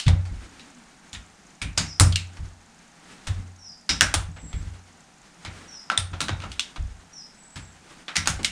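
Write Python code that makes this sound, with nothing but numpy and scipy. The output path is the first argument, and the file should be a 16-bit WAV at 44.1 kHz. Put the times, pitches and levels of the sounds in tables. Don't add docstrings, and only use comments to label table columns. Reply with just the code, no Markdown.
import sys
import numpy as np
from scipy import signal
from scipy.fft import rfft, irfft, next_fast_len
from scipy.io import wavfile
from scipy.ndimage import uniform_filter1d

SR = 44100
rng = np.random.default_rng(int(sys.argv[2]) if len(sys.argv) > 2 else 0)


def wav_out(sig):
    wavfile.write(sys.argv[1], SR, np.round(np.clip(np.atleast_2d(sig).T, -1, 1) * 32767).astype(np.int16))


N = 375320
T = np.arange(N) / SR


def undb(db):
    return 10 ** (np.asarray(db) / 20)


def unit_rms(x):
    return x / np.sqrt(np.mean(x ** 2))


def unit_energy(x):
    return x / np.sqrt(np.sum(x ** 2))


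def add(out, x, start_s):
    i = max(0, int(start_s * SR))
    out[i:i + len(x)] += x[:N - i]


def decay(t, t60_s):
    return np.exp(-np.log(1000) * t / t60_s)


def wander(rate_hz):
    hold = int(SR / rate_hz)
    steps = np.repeat(rng.standard_normal(N // hold + 1), hold)
    return 1.3 * uniform_filter1d(uniform_filter1d(steps, hold), hold)[:N]


def band_centres(edges_hz):
    return np.sqrt(np.multiply(edges_hz[1:], edges_hz[:-1]))


def db_at(hz, curve):
    knots_hz, db = np.transpose(curve)
    return np.interp(np.log(hz), np.log(knots_hz), db)


def colour(x, curve):
    size = 2 * next_fast_len(len(x) // 2 + 1024)
    gain_db = db_at(np.fft.rfftfreq(size, 1 / SR) + 1, curve)
    cepstrum = irfft(np.log(undb(gain_db)))
    cepstrum[1:size // 2] *= 2
    cepstrum[size // 2 + 1:] = 0
    return irfft(rfft(x, size) * np.exp(rfft(cepstrum)))[:len(x)]


def set_bands(x, edges_hz, levels_db):
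    edge_bins = np.array(edges_hz) * len(x) // SR
    for _ in range(2):
        power_below = np.cumsum(np.abs(rfft(x)) ** 2) * 2 / len(x) / (.05 * SR)
        have_db = 10 * np.log10(np.diff(power_below[edge_bins]))
        x = colour(x, np.c_[band_centres(edges_hz), levels_db - have_db])
    return x


def resonate(x, hz, width_hz):
    return signal.lfilter(*signal.iirpeak(hz, hz / width_hz, fs=SR), x)


def ring(t, modes, scatter_db, detune):
    hz, db, t60_s = np.transpose(modes)[:, :, None]
    strength, shift = rng.standard_normal((2, len(modes), 1))
    sines = np.sin(2 * np.pi * hz * (1 + detune * shift) * t)
    return np.sum(undb(db + scatter_db * strength) * decay(t, t60_s) * sines, axis=0)


def shed_echoes(t, contact_s, split_hz=2000, onset_s=.005):
    low = signal.sosfilt(signal.butter(2, split_hz, fs=SR, output="sos"), rng.standard_normal(len(t)))
    highpass = signal.butter(2, split_hz, "high", fs=SR, output="sos")
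    high = signal.sosfilt(highpass, rng.standard_normal(len(t)))
    tail = undb(3) * low * decay(t, t60_s=.35) + high * decay(t, t60_s=.25)
    arrivals = rng.standard_normal(len(t)) ** 2 * (rng.random(len(t)) < .02)
    early_power = signal.lfilter([1], [1, -np.exp(-2 / contact_s / SR)], arrivals)
    early = unit_rms(rng.standard_normal(len(t)) * np.sqrt(early_power))
    echoes = tail + undb(2.5) * early * decay(t, t60_s=.12)
    return echoes * np.clip(2 * t / onset_s - 1, 0, 1)


# mode in Hz, relative level in dB, t60 in seconds.
STEEL_MODES = [(1210, -3, .2), (1349, 0, .28), (1550, -1, .22), (1675, -4, .2), (2181, -5, .18),
               (2950, -5, .14), (3390, -7, .14), (3713, 2, .24), (3886, 1, .24), (4330, -8, .16),
               (5030, 0, .2), (5166, 2, .26), (5590, 0, .28), (5656, -2, .24), (7580, -2, .34),
               (8700, -3, .22)]
# frequency in Hz, level offset in dB.
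CONTACT_SPECTRUM = [(600, -7), (1350, -2.5), (2250, -1), (3500, 0), (5200, -3.5), (7000, -7), (9200, -10.5)]
CONTACT_EDGES_HZ = [350, 1000, 1800, 2800, 4400, 6200, 8000, 10500]
# start in seconds, base level in dB, contact time in ms, room share in dB,
# free ring in dB, low clang in Hz, high clang in Hz, clang gain in dB, body in dB per octave below
# the pivot, brightness in dB per octave above it.
CONTACTS = [(0., -44.5, 2.3, 1, -10, 3000, 4300, 8, -2.5, 5.5),
            (.065, -38, 4, 1, -22, 2010, 3770, -9, -7.5, -7.5),
            (.08, -40.5, 3.2, -6, -25, 2060, 3560, 3, 2, 3),
            (.087, -48.5, 2.5, -4, -20, 500, 3600, 4, 6.5, 0),
            (0.253, -60.5, 2.9, 5, -20, 2080, 4530, 3, 5, 3),
            (.595, -56, 1.4, 3, -18, 2670, 4020, 1, -8, 0),
            (1.13, -49.5, 2.5, 2, -23, 3530, 7000, 2, -1, 4),
            (1.149, -45.5, 6.2, -2, -20, 1820, 3600, -3, -4.5, -10),
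            (1.616, -39.5, 4.8, 3.5, -11, 2380, 8900, 5.5, -1.5, 0),
            (1.7748, -46, 2.6, -8, -20, 2300, 4900, 5, -6, 3),
            (1.777, -34.5, 2.2, 2.5, -7, 4780, 6600, 10, 2, 5),
            (1.998, -28, 1.6, -3.5, -18, 1240, 8750, 0, -1.5, 7.5),
            (2.0057, -40, 3.2, 3.5, -13, 1250, 7300, 3, 7, 12),
            (2.124, -46.5, 4.5, -7.5, -20, 3260, 4300, 8, -11, 2),
            (2.158, -33.5, 2.3, -6.5, -15.5, 2780, 4230, 3.5, -8, 3),
            (2.37, -59, 2.6, -1, -20, 2070, 5540, -3, 4, 0),
            (3.27, -45.5, 5.6, 3, -23, 1790, 3690, -2, 2.5, 4.5),
            (3.892, -29, 3, 4, -1.5, 5020, 5620, 6, -2.5, -1),
            (4.009, -23.5, 0.99, -6.5, -20, 1490, 1600, 6, -5, 2.5),
            (4.0189, -37, 0.97, .5, -25, 1610, 5650, 8, 4, 7.5),
            (4.14, -33.5, 2.8, -2, -31, 3430, 9170, -5, 3.5, 7.5),
            (4.362, -56, 5.9, 12, -24, 2030, 2630, -8, 4.5, -6),
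            (4.5296, -54.5, 2.9, -4, -17, 2090, 3370, 3, 2.5, -2),
            (5.449, -46.5, 3.4, 2, -22, 2250, 3930, -2, 2.5, 0),
            (5.9, -38.5, 1.8, -5.5, -10, 1280, 1360, 13, 0.5, -2.5),
            (5.916, -46.5, 1.6, 0, -26, 1300, 3700, 2, 6.5, 1),
            (5.9761, -37.5, 1.4, -3, -21, 3560, 8860, 13.5, 0.5, 4.5),
            (6.132, -51, 8, 5, -20, 1440, 3270, 0, 5.5, -5),
            (6.205, -37.5, 2, -1.5, -13, 1350, 3940, 0.5, 0, 4),
            (6.215, -42.5, 0.93, -2.5, -28, 1380, 4050, 0, 2.5, 6.5),
            (6.283, -41.5, 2, -2.5, -12, 1540, 3820, 5, 0, -2),
            (6.292, -41, 3.3, -5, -22, 1510, 6760, -1, 4.5, -3.5),
            (6.402, -53.5, 1.5, -4, -20, 1350, 2690, -2, 0.5, -3),
            (6.42, -51.5, 4.2, -1, -16, 1340, 2730, 2.5, .5, -2),
            (6.437, -52, 3.7, 1, -17, 1300, 2770, 1, 6.5, -0.5),
            (6.517, -47, 2.3, -1, -13, 3050, 9000, -3, -11, -0.5),
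            (6.5947, -33.5, 1.5, -4.5, -18, 2920, 3400, 0.5, -6, 1.5),
            (6.76, -50.5, 8.8, -4, -21, 1230, 3670, -5, 3.5, -2),
            (7.558, -48.5, 1.7, 6, -16, 1670, 4300, -15, 2, 2),
            (8.081, -40, 3, 1.5, -29, 1260, 3700, -3, -0.5, -7.5),
            (8.156, -33, 12, -2, -26, 2090, 4530, -3, -2, 1.5),
            (8.1666, -35, 1.1, -3, -6, 2010, 6040, 11, -1.5, 4),
            (8.258, -43, 1.8, 2, -20, 1520, 4300, 1, 1, 0),
            (8.2735, -33, 1.9, -2, -15, 1460, 6670, 0.5, 2.5, 6.5),
            (8.39, -55.5, 7.3, 7, -18, 2230, 2920, -3, 8, 2.5),
            (8.431, -50, 1.9, -1, -20, 2220, 2940, -1, -2, 6),
            (8.446, -29, 4.6, -5, -15, 2120, 2940, 0, -8.5, 2)]


def wrench(rise_s=.00059, floor_echo_s=.0095, floor_echo_db=-13, clack_db=-16.5, shaft_db=-5.5,
           pivot_hz=3040):
    out, t = np.zeros(N), np.arange(SR // 2) / SR
    bands_hz = band_centres(CONTACT_EDGES_HZ)
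    octaves = np.log2(bands_hz / pivot_hz)
    hit_curve = [(80, -18), (210, 0), (300, 1.5), (420, -8), (560, -2), (760, 3), (1200, 5), (9600, 3),
                 (10700, -14.5), (15000, -24.5)]
    for start_s, db, contact_ms, room_db, ring_db, *clangs_hz, clang_db, body_db, bright_db in CONTACTS:
        contact_s = contact_ms / 1000
        envelope = np.exp(-t / contact_s) * (1 - np.exp(-t / rise_s))
        crunch = unit_energy(rng.standard_normal(len(t)) * envelope)
        add(crunch, undb(floor_echo_db) * crunch[:SR // 4], floor_echo_s)
        clack = unit_energy(ring(t, STEEL_MODES, scatter_db=3, detune=.04) * decay(t, t60_s=.015))
        free_ring = unit_energy(ring(t, STEEL_MODES, scatter_db=1.5, detune=.002))
        room = unit_energy(shed_echoes(t, contact_s))
        hit = crunch + undb(clack_db) * clack + undb(ring_db) * free_ring + undb(room_db) * room
        hit += undb(shaft_db) * resonate(hit, hz=1400, width_hz=250)
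        hit = colour(hit, hit_curve)
        slope_db = np.where(octaves < 0, body_db, bright_db) * np.abs(octaves)
        hit = set_bands(hit, CONTACT_EDGES_HZ, db + db_at(bands_hz, CONTACT_SPECTRUM) + slope_db)
        clang = sum(resonate(hit, hz, width_hz=100 + .066 * hz) for hz in clangs_hz)
        add(out, hit + undb(clang_db) * clang, start_s)
    return out


# frequency in Hz, relative density in dB.
AIR_SPECTRUM = [(25, -5.5), (45, 3), (80, -14), (110, -12), (170, 6), (260, -2.5), (400, -13.5), (550, -11),
                (790, -2), (1050, -9.5), (1700, -10), (3200, -18.5), (6300, -15), (9000, -20), (11000, -31),
                (16000, -57)]


def air(level_db=-55):
    noise = unit_rms(colour(rng.standard_normal(N), AIR_SPECTRUM))
    return noise * undb(level_db + .5 * wander(rate_hz=3.105))


def ticking(level_db=-59, pitch_hz=6700, width_hz=1300, length_s=.014, count=200):
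    out, window = np.zeros(N), np.hanning(int(length_s * SR))
    for k, (jitter, detune, strength) in enumerate(rng.uniform(-1, 1, (count, 3))):
        hz = pitch_hz * (1 + .08 * detune)
        noise = rng.standard_normal(len(window))
        tick = resonate(resonate(noise, hz, width_hz), hz, width_hz)
        start_s = (k + .5 + jitter / 4) / count * N / SR
        add(out, undb(level_db + 4.6 * strength) * unit_rms(tick) * window, start_s)
    return out


# mode in Hz, relative level in dB, t60 in seconds.
BOOM_MODES = [(38, -12, .42), (47, -7, .38), (62, -6, .38), (90.5, 0, .56), (121, -12, .3), (158, -2, .4),
              (209, -10, .42), (275, -19, .4), (294, -14, .35)]
# frequency in Hz, level offset in dB.
JOLT_SPECTRUM = [(36, 1.5), (62, 5), (100, 1), (210, -1)]
JOLT_EDGES_HZ = [25, 52, 75, 125, 350]
# start in seconds, base level in dB, tilt in dB per octave, main boom gain in dB.
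CHASSIS_JOLTS = [(0.061, -24.5, 2.5, 10.5), (.308, -39.5, -3, -8.5), (1.129, -49, 0.7, 2.5),
                 (1.619, -38, 1, 2), (1.776, -39.5, 6.5, 4), (2, -26, 1.8, 13.5), (2.389, -40.5, -2, 4.5),
                 (3.274, -39.5, -3, 16), (3.369, -53.5, 9.5, 1), (3.895, -38.5, 3.5, -2.5),
                 (4.014, -38, 2.5, 4.5), (4.139, -37, -3.5, 10.5), (4.279, -46, 3.5, 9),
                 (4.426, -45, 2.6, -2), (4.537, -35.5, -2, 2.5), (4.648, -45.5, .5, 4),
                 (5.454, -51, 1.5, 11), (5.978, -45.5, 0, 15.5), (6.111, -44.5, 2, 5.5),
                 (6.206, -47, 7.5, 0), (6.296, -41, 2, 12.5), (6.435, -45, .6, 2), (6.781, -36, -5, 2.5),
                 (7.556, -49, 5, 5.5), (8.166, -43.5, 6, 6.5), (8.279, -37.5, 2, 4), (8.4, -45, 5.5, -10)]


def chassis(push_s=.0051, main_hz=96, main_width_octaves=.3, rumble_db=-4):
    out, t = np.zeros(N), np.arange(SR) / SR
    bands_hz = band_centres(JOLT_EDGES_HZ)
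    octaves = np.log2(bands_hz / main_hz)
    main_mode = np.exp(-(octaves / main_width_octaves) ** 2)
    swell = 1 - np.exp(-(t / push_s) ** 2)
    rumble_curve = [(15, -27), (28, -4.5), (44, -6), (110, -3), (220, -8.5), (330, -23.5), (500, -27.5),
                    (2000, -66)]
    for start_s, db, tilt_db, boom_db in CHASSIS_JOLTS:
        rumble = colour(rng.standard_normal(len(t)), rumble_curve) * decay(t, t60_s=.36)
        boom = unit_energy(ring(t, BOOM_MODES, scatter_db=1, detune=.004))
        jolt = (boom + undb(rumble_db) * unit_energy(rumble)) * swell
        slope_db = tilt_db * (octaves - octaves.mean())
        levels_db = db + db_at(bands_hz, JOLT_SPECTRUM) + slope_db + boom_db * main_mode
        add(out, set_bands(jolt, JOLT_EDGES_HZ, levels_db), start_s)
    return out


# frequency in Hz, relative density in dB.
CLOTH_SPECTRUM = [(100, -3.5), (250, 5), (700, -6.5), (1500, -1), (3000, -7), (6000, -11.5), (9300, -14),
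                  (11000, -31), (16000, -43)]
# fastest moment in seconds, swell in seconds, fade in seconds, level in dB.
ARM_SWINGS = [(.38, 0.2, 1, -50), (2.33, 0.36, 0.29, -54), (3.3, 0.39, 0.14, -47.5),
              (4.55, .15, 0.55, -51.5), (5.58, 0.22, 0.24, -47.5), (6.4, 0.41, 1, -52),
              (7.95, 0.35, 0.36, -51.5)]


def sleeve(patchy_db=2):
    cloth = unit_rms(colour(rng.standard_normal(N), CLOTH_SPECTRUM))
    power = np.zeros(N)
    for peak_s, swell_s, fade_s, db in ARM_SWINGS:
        tau_s = np.where(T < peak_s, swell_s, fade_s)
        power += (undb(db) * np.exp(-np.abs(T - peak_s) / tau_s)) ** 2
    return cloth * np.sqrt(power) * undb(patchy_db * wander(rate_hz=30))


def low_tone(start_s=.44, length_s=.41, first_hz=276, last_hz=254, level_db=-50):
    progress = np.clip((T - start_s) / length_s, 0, 1)
    hz = (first_hz + (last_hz - first_hz) * progress) * (1 + .076 * wander(rate_hz=70))
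    arch = np.sqrt(4 * progress * (1 - progress))
    gain = undb(level_db + 3.8 * wander(rate_hz=40.9))
    return gain * arch * np.sin(2 * np.pi * np.cumsum(hz) / SR)


# start in seconds, length in seconds, first pitch in Hz, last pitch in Hz,
# upper voice's offset in Hz, level before echoes in dB.
BIRD_WHISTLES = [(1.845, 0.1, 5740, 4780, 500, -42), (3.579, 0.17, 5730, 4670, 493, -46),
                 (4.314, 0.31, 7750, 7500, 280, -55.5), (5.671, 0.14, 5790, 4900, 395, -44),
                 (7.117, 0.12, 5820, 4830, 401, -44), (7.299, 0.45, 7900, 7540, 247, -56.5)]


def birds(upper_db=-5.5, waver=.0054, echo_t60_s=.38, direct_gain=.22):
    song = np.zeros(N)
    for start_s, length_s, first_hz, last_hz, offset_hz, db in BIRD_WHISTLES:
        progress = np.linspace(0, 1, int(length_s * SR))
        glide_hz = first_hz + (last_hz - first_hz) * progress
        voices = np.zeros(len(progress))
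        for hz, gain in (glide_hz, 1), (glide_hz + offset_hz, undb(upper_db)):
            wavering_hz = hz * (1 + waver * wander(rate_hz=400)[:len(hz)])
            voices += gain * np.sin(2 * np.pi * np.cumsum(wavering_hz) / SR)
        arch = (4 * progress * (1 - progress)) ** .89
        add(song, undb(db) * unit_rms(voices * arch), start_s)
    t = T[:SR // 2]
    response = unit_energy(rng.standard_normal(len(t)) * decay(t, echo_t60_s))
    response[0] += direct_gain
    return signal.fftconvolve(song, unit_energy(response))[:N]


def scene():
    mono = wrench() + chassis() + sleeve() + birds() + ticking() + low_tone() + air()
    return np.array([mono, mono])


def record(dry, cutoff_hz=15700):
    lowpass = signal.ellip(10, .2, 90, cutoff_hz, fs=SR, output="sos")
    return signal.sosfilt(lowpass, np.clip(dry, -1, 1))


dry = scene()
out = record(dry)
wav_out(out)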